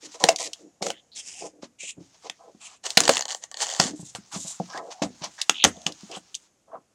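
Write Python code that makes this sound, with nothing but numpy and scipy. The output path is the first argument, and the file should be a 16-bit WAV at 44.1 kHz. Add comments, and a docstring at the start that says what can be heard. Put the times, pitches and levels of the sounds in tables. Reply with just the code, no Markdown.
"""A small carpeted room, a close microphone: a cardboard box is cut open and its flaps pop free.
Scissors punch and slit the packing tape: sharp noise bursts and dense friction grains.
The box is turned, and a hand rips the last tape in snaps, plucked slips and tearing fibres.
Flaps scrape, creak and pop; blows and shoves ring the panel and air modes of the box.
Sleeves rustle, the room answers, still air hisses, and the microphone clips on the loudest cracks."""
import sys
import numpy as np
from scipy import signal
from scipy.fft import rfft, irfft, next_fast_len
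from scipy.io import wavfile
from scipy.ndimage import uniform_filter1d, map_coordinates

SR = 44100
rng = np.random.default_rng(int(sys.argv[2]) if len(sys.argv) > 2 else 0)


def pcm_store(signal):
    """Save signal as 16-bit PCM."""
    levels = np.round(np.clip(np.atleast_2d(signal), -1, 1) * 32767)
    wavfile.write(sys.argv[1], SR, levels.astype(np.int16).T)


N = 306054
HIT = 4096  # samples in an impulse response or a short hit
TOP_HZ = 16500  # upper limit of the microphone
SLIP_RATE, SLIP_SCATTER = 97, 0.68  # median slips a second under a pull; natural-log spread of their pace
SAG_OCTAVES_PER_S = 1.8  # how fast the panel pitch of a shove sinks
CEILING_S, CEILING_DB = .0105, -14  # the ceiling's dull answer: delay and level

# Event levels are relative: each layer adds its own trim.
# tape giving way: start_s, crack_db, panel_ring_db (relative to the crack), decay_s, strongest_band_hz
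TAPE_SNAPS = [(0.2388, 1, -3.5, 0.0013, 4000), (0.2865, -5.5, 6.5, 0.0034, 5500),
              (0.2885, -3.5, -15.5, 0.0014, 2900), (0.824, -16.5, -1, 0.0027, 4500),
              (0.866, -15.5, -2, 0.0018, 700), (0.9025, -14.5, -5.5, 0.0013, 3200),
              (2.8647, -16, -21, 0.0018, 3000), (2.9713, 1.5, -12, 0.0023, 4500),
              (2.9741, 3, -12, 0.0027, 3600), (3.004, -0.5, -19, 0.00052, 6500),
              (3.0355, -14.5, -16, 0.0033, 4500), (3.0775, -5.5, -7.5, 0.0018, 4000),
              (3.092, 0, -2.5, 0.0021, 1100), (3.1688, -7.5, -27.5, 0.00083, 3000),
              (3.799, -0.5, -10.5, 0.0016, 4500)]
# short broadband cracks: flap pops, one sharp crack at 2.3 s, the hard edge of a knock at 5.02 s:
# start_s, crack_db, panel_ring_db (relative to the crack), decay_s, strongest_band_hz
SHARP_CRACKS = [(2.2972, -12.5, -22.5, 0.0015, 3500), (4.1495, -18, -20, .0012, 3000),
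                (5.021, -13.5, -5.5, .004, 1300), (5.4952, 6, -33.5, 0.0011, 3300),
                (5.6395, 7, -19.5, 0.0018, 3300), (5.6471, 5.5, -19, 0.0012, 3100),
                (5.6504, 0.5, -10.5, 0.002, 1700), (5.8641, -3, -48, 0.0021, 3000)]
# the glue letting go in slips that stand out: start_s, level_db
GLUE_SLIPS = [(3.053, -8.5), (3.1355, -12), (3.1472, -14), (3.1553, -11), (3.178, -11), (3.1923, -11),
              (3.208, -9), (3.222, -12.5), (3.2535, -15), (3.281, -19), (3.2878, -19), (3.3048, -15),
              (3.311, -17), (3.318, -17), (3.323, -16), (3.328, -21), (3.3466, -13.5), (3.4373, -17.5),
              (3.514, -23), (3.542, -19.5), (3.57, -18.5), (3.6035, -14), (3.667, -15), (3.6903, -17),
              (3.6992, -14.5), (3.7132, -19), (3.724, -19), (3.737, -16.5), (3.7481, -17), (3.7627, -19)]
# small hard clicks: scissor blades and tape edges, and a few rustling ticks near 5.8 to 6.0 s: start_s,
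# level_db, decay_s, strongest_band_hz
SMALL_CLICKS = [(0.3603, -12.5, 0.0019, 5960), (0.532, -19, 0.0035, 3300), (1.9064, -24.5, 0.0019, 7530),
                (2.904, -12.5, 0.0015, 5050), (4.775, -25, .003, 4700), (5.241, -21, 0.004, 5950),
                (5.415, -8.5, 0.00028, 4500), (5.416, -8, .0015, 4040), (5.256, -28, .001, 5500),
                (5.768, -38, .002, 3500), (5.817, -34.5, .001, 3500), (5.922, -26, .0015, 5030),
                (6.008, -36, 0.0019, 4500), (6.114, -27.5, 0.0037, 4800), (6.344, -21, 0.003, 3015),
                (6.3505, -14.5, 0.0022, 6640)]
# the box bumped by hands and floor: start_s, thud_db, panel_ring_db (relative to the thud), thud_centre_hz
BOX_BUMPS = [(0.24, -25, 14, 173), (1.63, -27.5, 1.5, 240), (1.833, -40, 4, 400), (2.003, -39, -12, 261),
             (2.548, -38.5, -13, 223), (2.972, -14, 3.5, 238), (3.092, -16, 3, 258),
             (3.797, -15, -1.5, 160), (3.855, -18.5, -14, 234), (3.912, -32, -22, 215),
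             (3.995, -29, -11, 172), (4.029, -31, -15, 140.4), (4.149, -37, 9, 120), (4.185, -33, -31, 195),
             (4.36, -24, -15, 196), (4.448, -34.5, -3, 164), (4.5996, -19, 5.5, 183),
             (4.644, -42.5, -9.5, 172), (5.019, -13.5, 3, 242), (5.033, -19, -1.5, 280),
             (5.064, -27, -11.5, 203), (5.105, -34, -23.5, 229), (5.216, -31, -10.5, 153),
             (5.648, -12, 6.5, 224), (5.654, -26.5, -19.5, 84), (5.771, -38, 5, 196),
             (5.863, -25.5, -5, 168), (6.033, -31.5, -23, 207), (6.169, -34, 9, 188.6)]
# the box shoved over the carpet: start_s, length_s, panel_db, panel_centre_hz (mid-shove), hollow_db
CARPET_SHOVES = [(0.022, 0.048, -50.5, 345, -59.5), (0.136, 0.017, -41, 710, -62.5),
                 (0.196, 0.13, -32.5, 666.7, -48.5), (0.388, 0.026, -35, 670, -66),
                 (0.441, 0.035, -42, 460, -61), (0.583, 0.09, -54, 360, -53.5),
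                 (0.804, 0.097, -36.5, 542, -42.5), (1.405, 0.06, -38.5, 556, -53),
                 (1.526, 0.069, -58, 422, -61.5), (1.959, 0.059, -52, 295, -48),
                 (2.236, 0.028, -41.5, 627, -57.5), (2.385, 0.078, -53.5, 770, -78.5),
                 (2.467, 0.019, -44.5, 560, -62.5), (3.003, 0.055, -36.5, 493, -38.5),
                 (3.799, 0.14, -48.5, 430, -40.5), (4.327, 0.064, -53, 744, -48),
                 (4.678, 0.049, -44, 1000, -69.5), (4.737, 0.066, -35.5, 839, -49),
                 (4.799, 0.094, -43.5, 576, -59), (5.019, 0.041, -38, 475, -39.5),
                 (5.198, 0.084, -53, 810, -57.5), (5.649, 0.025, -28, 450, -34),
                 (5.859, 0.041, -43, 546, -42.5), (6.086, 0.058, -46, 618, -52),
                 (6.67, .05, -55.5, 752, -78), (6.717, 0.043, -40.5, 742, -48.5)]
# a board edge rasping in one narrow band: start_s, length_s, level_db, start_hz, end_hz
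EDGE_RASPS = [(0.912, 0.086, -55.5, 2970, 3230), (0.917, 0.056, -61, 2040, 1944),
              (1.116, 0.066, -51, 3900, 4370), (1.156, 0.054, -46.5, 3670, 3000),
              (1.271, 0.045, -55, 2560, 3040), (1.33, 0.096, -52.5, 2974, 2434),
              (1.335, 0.09, -61, 764, 730), (1.785, 0.065, -55, 2660, 2180),
              (4.693, 0.068, -48.5, 5650, 4340), (4.73, 0.057, -42, 1530, 1870),
              (4.884, 0.19, -49.5, 746, 764), (5.226, 0.025, -40, 850, 699),
              (5.377, 0.052, -47, 1677, 1980), (5.724, 0.12, -55.5, 728, 667),
              (6.113, 0.0602, -43.5, 3000, 2900), (6.712, 0.06, -49, 990, 1190)]

# pulls on the tape: start_s, length_s, level_db, swell_db
TAPE_PULLS = [(2.829, 0.034, -45, 20), (2.882, 0.13, -37, -13.5), (2.973, 0.15, -28, -5),
              (3.092, 0.091, -24.5, -8), (3.182, 0.022, -41, -12), (3.281, 0.048, -34.5, -1.5),
              (3.411, 0.034, -47, 3), (3.558, 0.042, -49.5, 15), (3.603, 0.03, -24, 2),
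              (3.63, 0.28, -32.5, -7.5), (3.788, 0.094, -20, -12)]
# the scissors biting into the tape: start_s, length_s, level_db, swell_db
SCISSOR_CUTS = [(0.015, 0.049, -53.5, 17), (0.108, 0.05, -41, -1.5), (0.195, 0.13, -36, -0.5),
                (0.38, 0.095, -30, -1.5), (0.815, 0.1, -30.5, -8.5)]
# the blade drawn along the seam: start_s, length_s, level_db, swell_db
BLADE_DRAWS = [(1.145, 0.054, -35, -3), (1.2, 0.27, -47, 5), (1.255, 0.052, -39, -2.5)]
# hands sliding on the box to turn it: start_s, length_s, level_db, swell_db
HAND_TURNS = [(1.783, 0.12, -31.5, -2.5), (2.59, 0.084, -49.5, 11), (2.68, 0.092, -49.5, -9)]
# the first flap brushing past the hand: start_s, length_s, level_db, swell_db
FLAP_BRUSHES = [(3.33, 0.038, -46.5, 1), (3.95, 0.15, -52, 5.5), (4.325, 0.19, -35, -1)]
# fingers scraping on the board: start_s, length_s, level_db, swell_db
FINGER_SCRAPES = [(1.615, 0.029, -45.5, 1.5), (2.133, 0.02, -57, -0.5), (2.215, 0.056, -59.5, 16.5),
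                  (2.6, 0.15, -52, -1.5), (4.147, 0.011, -32.5, -3), (4.31, 0.052, -40, 4.5),
                  (4.435, 0.11, -51.5, -0.5), (4.69, 0.096, -49, 3.5), (4.9, 0.024, -42, 4.5),
                  (5.015, 0.022, -24, -6), (5.208, 0.04, -45.5, 17), (5.378, 0.034, -38, -6.5),
                  (5.631, 0.048, -26.5, -4.5), (5.86, 0.031, -23.5, -19), (6.108, 0.059, -48.5, 9.5)]
# sleeves rustling as the arms move: start_s, length_s, level_db, swell_db
SLEEVE_RUSTLES = [(0.0, 0.62, -55, -8), (1.99, 0.61, -64, -6), (3.9, 0.78, -64.5, 9.5),
                  (4.8, 0.78, -65, 12), (5.7, 0.418, -60.5, 6), (6.15, 0.31, -61.5, -4.5)]

# colour of a tape crack: pitch_hz, level_db (per Hz)
SNAP_COLOUR = [(240, -28), (400, -2.5), (931, -2), (1900, -3), (4490, -2.5), (6750, -3), (8650, -8),
               (10000, -15.5), (13000, -30)]
# colour of the short broadband cracks: pitch_hz, level_db (per Hz)
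SHARP_COLOUR = [(94, -48.5), (160, -15), (628, -7), (1050, -8.5), (1960, -5), (2240, -7), (3340, -5),
                (4040, -11), (6500, -1), (9330, -21), (15000, -41)]
# colour of a glue slip: pitch_hz, level_db (per Hz)
SLIP_COLOUR = [(180, -54.5), (354, -26), (490, -8), (764, 0), (994, -10), (1400, -14.5), (1850, -3),
               (2490, -19.5), (3070, -1.5), (3840, -10), (4460, -0.5), (5000, -10.5), (6260, -2),
               (7100, -0.5), (8140, -9.5), (10400, -29.5), (16000, -50)]
# colour of tearing fibres: pitch_hz, level_db (per Hz)
TEAR_COLOUR = [(210, -28.5), (350, -10.5), (780, -5), (1000, -5), (1800, -10.5), (2450, -10), (7100, -0.5),
               (9000, -11), (10400, -27), (16000, -41.5)]
# colour of the creaking fold: pitch_hz, level_db (per Hz)
FOLD_COLOUR = [(1500, -22), (2500, -1.5), (4300, 1), (5800, -18)]
# colour of a click: pitch_hz, level_db (per Hz)
CLICK_COLOUR = [(350, -53), (600, -22), (1600, -24), (3040, 4.5), (6120, 5), (8160, 0.5), (10200, -13.5),
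                (16000, -34)]
# colour of the scissors cutting: pitch_hz, level_db (per Hz)
CUT_COLOUR = [(590, -31), (1000, -7.5), (1370, -22), (1710, -24), (1790, -5), (2330, -5), (3420, -4.5),
              (7020, 2), (12100, -29), (16000, -61)]
# colour of the blade on the seam: pitch_hz, level_db (per Hz)
BLADE_COLOUR = [(650, -19), (1300, -25), (2580, -7.5), (4170, -16.5), (5080, -3.5), (6980, -1),
                (9270, -11.5), (11200, -31), (15000, -51)]
# colour of hands on the turning box: pitch_hz, level_db (per Hz)
TURN_COLOUR = [(530, -53), (950, -20), (1400, -32), (2450, 4.5), (4960, -11.5), (7150, 4.5), (9040, -8.5),
               (15000, -61)]
# colour of the brushing flap: pitch_hz, level_db (per Hz)
FLAP_COLOUR = [(710, -43.5), (1200, -56), (2000, -30), (3790, -12.5), (4800, -14.5), (7300, 0), (9510, -15),
               (16000, -47)]
# colour of fingers on board: pitch_hz, level_db (per Hz)
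FINGER_COLOUR = [(410, -37), (700, -0.5), (1260, -1), (1500, -11), (7010, -4), (11000, -30.5), (16000, -53)]
# colour of the sleeves: pitch_hz, level_db (per Hz)
SLEEVE_COLOUR = [(350, -51), (750, -4.5), (1940, -10), (4300, -6), (6660, -1), (13000, -34)]
# colour of still air: pitch_hz, level_db (per Hz)
AIR_COLOUR = [(24, -40.5), (40, -8.5), (203, -5), (579, -9.5), (956, -16.5), (4200, -23.5), (6770, -17),
              (12000, -32), (15600, -66), (22000, -120)]
# colour of a padded contact: pitch_hz, level_db
SOFT_COLOUR = [(40, -27), (85, -3), (850, -1.5), (1900, -24.5), (6000, -57.5)]

# resonances of the box panels: pitch_hz, width_hz, level_db
PANEL_MODES = [(304, 25, -18.5), (376, 120, -16), (472.2, 36, -3), (553.6, 95, -3), (673.3, 29, 1.5),
               (762.4, 110, 1), (992, 38, -7), (1060, 150, -10), (1285, 11, -15), (1600, 90, -18)]
# resonances of the air in the hollow box: pitch_hz, width_hz, level_db
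HOLLOW_MODES = [(80, 25, -17), (140, 72, -7), (195, 38, -2.5), (252, 26, -3), (304, 35, 1.5), (382, 77, -6)]
# resonances of the lifted tape and its flap: pitch_hz, width_hz, level_db
TAPE_MODES = [(818.6, 140, 2), (1140, 54, -3), (1819, 51, -1.5), (2950, 77, -2), (4600, 460, -5.5),
              (6850, 270, -1)]
# resonances of the creaking fold before tension shifts them: pitch_hz, width_hz, level_db
FOLD_MODES = [(2770, 910, 3.5), (3460, 1600, 3), (4240, 560, -3.5)]
# decay of the near room: pitch_hz, t60_s
ROOM_DECAY = [(100, 0.44), (260, 0.26), (700, 0.01), (1840, 0.18), (4850, 0.03), (15000, 0.15)]
# colour of the room's lingering tail: pitch_hz, level_db
TAIL_COLOUR = [(100, -10), (700, -2.5), (1500, -6), (3000, -5.5), (4500, -8), (6900, 6), (8500, -6.5),
               (12000, -26.5)]


def peeling():
    """Each slip plucks the tape, and the lifted strip and its flap ring on."""
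    out, attack, release = np.zeros(N), .014, .07  # seconds
    for s, db in GLUE_SLIPS:
        slip = pluck(rng.uniform(3000, 7500), peak_db=6.5)
        add(out, s, amp(db - 5.0) * (.5 * slip + burst(slip, 0.00089, rise=0.0005)))
        strip = ringing(TAPE_MODES, scatter_db=8.0)
        add(out, s, amp(db - 20) * burst(strip, 0.0097, rise=0.0021))
    # under a pull the glue sticks and slips at an uneven pace
    for s, length, db, swell_db in TAPE_PULLS:
        gain = stroke(length, db, swell_db, attack, release)
        size = len(gain)
        turns = np.cumsum(SLIP_RATE * np.exp(SLIP_SCATTER * wobble(90, size))) / SR
        slips = np.diff(np.floor(turns), prepend=0) * amp(2.9 * rng.standard_normal(size))
        plucked = through(slips, pluck(9100, peak_db=6.5))
        add(out, s, amp(-13.5) * gain * unit(plucked))
        strip = through(grains(size, 900, 3), ringing(TAPE_MODES, scatter_db=4.5))
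        add(out, s, amp(-11.5) * gain * unit(strip))
    # lesser slips and tearing fibres fill the time between them
    lesser_slips = rub(TAPE_PULLS, SLIP_COLOUR, rate=810, spread_db=1.0, judder_db=4, gain_db=-6.0,
                       attack=attack, release=release)
    fibres = rub(TAPE_PULLS, TEAR_COLOUR, rate=6500, spread_db=0.5, judder_db=2.0, gain_db=-5.0,
                 attack=attack, release=release)
    return out + lesser_slips + fibres


def cracks(table, tone, crack_db, panel_db, crackle_db):
    """Each sharp event cracks in its own band, rings the panels and leaves a short crackle."""
    out, crackle, soft = np.zeros(N), causal(tone), causal(SOFT_COLOUR)
    for s, db, ring_db, length, hz in table:
        panels = through(ringing(PANEL_MODES, scatter_db=5.0), soft)
        add(out, s, amp(db + crack_db) * burst(causal(tone, hz, peak_db=8), length, rise=0.00099))
        add(out, s, amp(db + ring_db + panel_db) * burst(panels, 0.00021, rise=.0003))
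        add(out, s, amp(db + crackle_db) * burst(crackle, 0.015, rise=0.0014))
    return out


def creak():
    """Between two pops one flap edge sticks and slips on another; the fold tightens, louder and higher."""
    s, length = 5.515, .123  # seconds
    gain = stroke(length, db=-43.5, swell_db=16, attack=0.038, release=.02)
    turns = np.cumsum(400 * np.exp(.5 * wobble(200, len(gain)))) / SR  # about 400 slips a second
    slips = np.zeros(len(gain))
    for i in np.flatnonzero(np.diff(np.floor(turns))):
        tension = .9 + .14 * i / len(gain) + .06 * rng.normal()
        modes = [(hz * tension, width, db) for hz, width, db in FOLD_MODES]
        fold = ringing(modes, scatter_db=0.5)
        add(slips, i / SR, amp(5.4 * rng.normal()) * unit(through(fold, fold)))
    out = np.zeros(N)
    add(out, s, gain * unit(through(slips, causal(FOLD_COLOUR))))
    return out


def blades():
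    """Scissors bite the tape and a blade draws along the seam, each a dense run of friction grains."""
    cuts = rub(SCISSOR_CUTS, CUT_COLOUR, rate=6100, spread_db=0.5, judder_db=3.5, gain_db=-2.5,
               attack=0.01, release=0.035, judder_rate=220, wander_octaves=0.035)
    draws = rub(BLADE_DRAWS, BLADE_COLOUR, rate=6500, spread_db=1.0, judder_db=3.0, gain_db=-0.7,
                attack=0.03, release=0.1, judder_rate=48.0, wander_octaves=0.042)
    return cuts + draws


def clicks():
    """Small hard contacts, too light to move the box."""
    out = np.zeros(N)
    for s, db, length, hz in SMALL_CLICKS:
        tone = causal(CLICK_COLOUR, hz, peak_db=6, peak_octaves=0.21)
        add(out, s, amp(db - 3.5) * burst(tone, length, rise=0.00031))
        add(out, s, amp(db - 18) * burst(tone, .008, rise=0.002))
    return out


def hands_and_flap():
    """Skin and flap slide on board: friction grains under the turning, brushing and scraping strokes."""
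    turns = rub(HAND_TURNS, TURN_COLOUR, rate=16000, spread_db=0.5, judder_db=4.5, gain_db=-4.0,
                attack=0.029, release=0.072, wander_octaves=0.069)
    brushes = rub(FLAP_BRUSHES, FLAP_COLOUR, rate=22000, spread_db=5.0, judder_db=5.5, gain_db=-1.5,
                  attack=0.013, release=0.22, judder_rate=60, wander_octaves=0.034)
    scrapes = rub(FINGER_SCRAPES, FINGER_COLOUR, rate=6300, spread_db=0.0, judder_db=0.5, gain_db=-0.5,
                  attack=0.014, release=0.084, wander_octaves=0.16)
    return turns + brushes + scrapes


def rasps():
    """An edge catches in grains that ring the strip of board behind it; the pitch slides and wavers."""
    out = np.zeros(N)
    width_share, waver_octaves = .2, .05
    for s, length, db, start_hz, end_hz in EDGE_RASPS:
        gain = stroke(length, db, 0, attack=0.0067, release=0.044)
        strip = ringing([(start_hz, start_hz * width_share, 0)], 0)
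        scrape = through(grains(len(gain), 1200, 1.7), through(strip, strip))
        travel = np.minimum(np.arange(len(gain)) / SR / length, 1)
        octaves = travel * np.log2(end_hz / start_hz) + waver_octaves * wobble(50, len(gain))
        add(out, s, gain * unit(glide(scrape, octaves)))
    return out


def bumps():
    """A soft blow booms the wall it meets at its own pitch, pushes the air in the box and stirs the panels."""
    out, soft, width_share = np.zeros(N), causal(SOFT_COLOUR), .22
    for s, db, ring_db, hz in BOX_BUMPS:
        hollow = unit(ringing(HOLLOW_MODES, scatter_db=5.5))
        wall = unit(ringing([(hz, hz * width_share, 0)], 0)) + amp(-7) * hollow
        push = ringing([(hz, hz * 2.2, 0)], 0)
        boom = through(wall, push)
        add(out, s, amp(db - 4.0) * boom / np.abs(boom).max())
        panels = through(ringing(PANEL_MODES, scatter_db=5.5), soft)
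        add(out, s, amp(db + ring_db - 3.5) * burst(panels, 0.00025, rise=0.00043))
    return out


def shoves():
    """A shove on carpet stirs the panel modes nearest a sinking centre, and rocks the hollow in lumps."""
    out, reach, damping = np.zeros(N), .36, 1.5  # reach in natural-log pitch; damping widens the modes
    rings = [ringing([(hz, width * damping, 0)], 0) for hz, width, _ in PANEL_MODES]
    for s, length, panel_db, centre_hz, hollow_db in CARPET_SHOVES:
        gain = stroke(length, 0, 0, attack=0.018, release=.1)
        size = len(gain)
        centre = centre_hz * 2 ** (-SAG_OCTAVES_PER_S * (np.arange(size) / SR - length / 2))
        weights = np.array([np.exp(-np.log(hz / centre) ** 2 / (2 * reach ** 2)) for hz, _, _ in PANEL_MODES])
        murmurs = np.array([unit(through(grains(size, 900, 1.3), through(r, r))) for r in rings])
        panels = (weights * murmurs).sum(axis=0) / np.linalg.norm(weights, axis=0)
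        add(out, s, amp(panel_db) * gain * panels)
        lumps = grains(size, 500, 7.8) * amp(1.3 * wobble(30, size))
        hollow = through(ringing(HOLLOW_MODES, scatter_db=5.0), causal(SOFT_COLOUR))
        add(out, s, amp(hollow_db) * gain * unit(through(lumps, hollow)))
    return out


def sleeves():
    """Cloth rustles in dense uneven grains as the arms move."""
    return rub(SLEEVE_RUSTLES, SLEEVE_COLOUR, rate=17000, spread_db=3.5, judder_db=2.0, gain_db=2.5,
               attack=.02, release=0.15, judder_rate=13, wander_octaves=.08)


def room(x):
    """The ceiling and near walls answer early, each pitch with its own decay; a faint bright tail lingers."""
    hz, t, z = signal.stft(rng.standard_normal(SR // 2), SR, nperseg=256)
    decay = amp(-60 * t / along(ROOM_DECAY, hz)[:, None])
    near = signal.istft(z * decay, SR, nperseg=256)[1]
    near = np.pad(near, (round(.007 * SR), 0))
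    t = np.arange(SR) / SR
    tail = through(rng.standard_normal(SR) * amp(-60 * t / 1.3), causal(TAIL_COLOUR))  # t60 1.3 s
    ceiling = through(x, np.pad(causal(SOFT_COLOUR), (round(CEILING_S * SR), 0)))
    walls = through(x, near / np.linalg.norm(near))
    lingering = through(x, tail / np.linalg.norm(tail))
    return amp(CEILING_DB) * ceiling + amp(-14) * walls + amp(-36.0) * lingering


def still_air():
    """Steady coloured noise under everything."""
    return amp(-69) * unit(through(rng.standard_normal(N), causal(AIR_COLOUR)))


def rub(strokes, tone, rate, spread_db, judder_db, gain_db, attack, release, judder_rate=110, wander_octaves=.02):
    """Friction: dense grains under strokes whose pressure judders and whose colour wanders."""
    out, response = np.zeros(N), causal(tone)
    for s, length, db, swell_db in strokes:
        gain = stroke(length, db, swell_db, attack, release)
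        size = len(gain)
        hiss = through(grains(size, rate, spread_db), response)
        hiss = glide(hiss, wander_octaves * wobble(18, size))
        judder = amp(judder_db * np.tanh(wobble(judder_rate, size)))
        add(out, s, amp(gain_db) * gain * unit(hiss * judder))
    return out


def stroke(length, db, swell_db, attack, release):
    """Gain of one gesture: pressure builds, swells or fades while held, and dies away (release is a t60)."""
    t = np.arange(round((length + release) * SR)) / SR
    rise = np.sin(np.pi / 2 * np.minimum(t / attack, 1)) ** 2
    swell = swell_db * np.minimum(t / length, 1)
    fall = 60 * np.maximum(t - length, 0) / release
    return rise * amp(db + swell - fall)


def grains(size, rate, spread_db):
    """Fibres catching at random moments, rate a second, with uneven force."""
    force = amp(spread_db * np.minimum(rng.standard_normal(size), 2))
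    return (rng.random(size) < rate / SR) * force * rng.standard_normal(size)


def pluck(hz, peak_db):
    """The taut tape plucked once; bending waves carry the treble out ahead of the bass."""
    lag_at_1khz, f = .0011, np.fft.rfftfreq(HIT, 1 / SR)  # lag in seconds
    colour = rfft(causal(SLIP_COLOUR, hz, peak_db, peak_octaves=.22))
    y = irfft(colour * np.exp(-4j * np.pi * lag_at_1khz * np.sqrt(1e3 * f)))
    return y / np.abs(y).max()


def burst(response, length, rise):
    """A cluster of fractures that builds and dies, through a response; its loudest 2 ms have rms 1/2."""
    t = np.arange(HIT) / SR
    envelope = (1 - np.exp(-t / rise)) ** 2 * np.exp(-t / length)
    y = through(rng.standard_normal(HIT) * envelope, response)
    return y / (2 * np.sqrt(uniform_filter1d(y * y, SR // 500).max()))


def ringing(modes, scatter_db):
    """Impulse response of damped modes, at new strengths for each place of contact."""
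    t = np.arange(HIT) / SR
    out = np.zeros(HIT)
    for k, (hz, width, db) in enumerate(modes):
        strength = (-1) ** k * amp(db + scatter_db * rng.normal()) * width
        out += strength * np.exp(-np.pi * width * t) * np.cos(2 * np.pi * hz * t)
    return out


def causal(spectrum, peak_hz=1000, peak_db=0, peak_octaves=0.35):
    """The quickest (minimum-phase) response with this colour, with one band standing out if asked."""
    hz = np.fft.rfftfreq(HIT, 1 / SR)
    peak = peak_db * np.exp(-(np.log2((hz + 1) / peak_hz) / peak_octaves) ** 2)
    db = along(spectrum, hz) + peak
    # folding the cepstrum forward in time gives minimum phase
    cepstrum = irfft(np.log(np.maximum(amp(db), 1e-6)))
    cepstrum[1:HIT // 2] *= 2
    cepstrum[HIT // 2 + 1:] = 0
    return irfft(np.exp(rfft(cepstrum)))


def glide(x, octaves):
    """Shift all resonances of x along a curve by reading it at a varying speed."""
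    return map_coordinates(x, [np.cumsum(2 ** octaves)], order=5, mode="mirror")


def wobble(rate, size):
    """A smooth random curve, rate knots a second."""
    knots = rng.standard_normal(int(size * rate / SR) + 4)
    return map_coordinates(knots, [np.arange(size) * rate / SR])


def through(x, response):
    """x heard through an impulse response."""
    return signal.fftconvolve(x, response)[:len(x)]


def along(points, hz):
    """(Hz, value) points read on a log axis."""
    f, v = np.transpose(points)
    return np.interp(np.log(hz + 1), np.log(f + 1), v)


def amp(db):
    """Decibels to gain."""
    return 10 ** (np.asarray(db) / 20)


def unit(x):
    """Scale to rms 1."""
    return x / np.sqrt(np.mean(x ** 2) + 1e-20)


def add(track, s, sound):
    """Mix a sound in at time s."""
    part = track[max(round(s * SR), 0):][:len(sound)]
    part += sound[:len(part)]


def scene():
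    """All the handling close to the microphone, its room and the still air."""
    tape = cracks(TAPE_SNAPS, SNAP_COLOUR, crack_db=-2.0, panel_db=-2.5, crackle_db=-20.5) + peeling()
    sharp = cracks(SHARP_CRACKS, SHARP_COLOUR, crack_db=-6.0, panel_db=-5.5, crackle_db=-28.5)
    contacts = creak() + blades() + clicks() + hands_and_flap() + rasps()
    box = bumps() + shoves()
    close = tape + sharp + contacts + box + sleeves()
    return (close + room(close) + still_air())[None]


def record(dry):
    """The small microphone loses the deep bass, the loudest cracks clip, and the top is cut off."""
    bass_cut = signal.butter(2, 55, "high", fs=SR, output="sos")  # Hz
    clipped = np.clip(signal.sosfilt(bass_cut, dry), -1, 1)
    size = next_fast_len(N + HIT)
    top = 1 / np.sqrt(1 + (np.fft.rfftfreq(size, 1 / SR) / TOP_HZ) ** 120)
    return irfft(rfft(clipped, size) * top, size)[:, :N]


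dry = scene()
out = record(dry)
pcm_store(out)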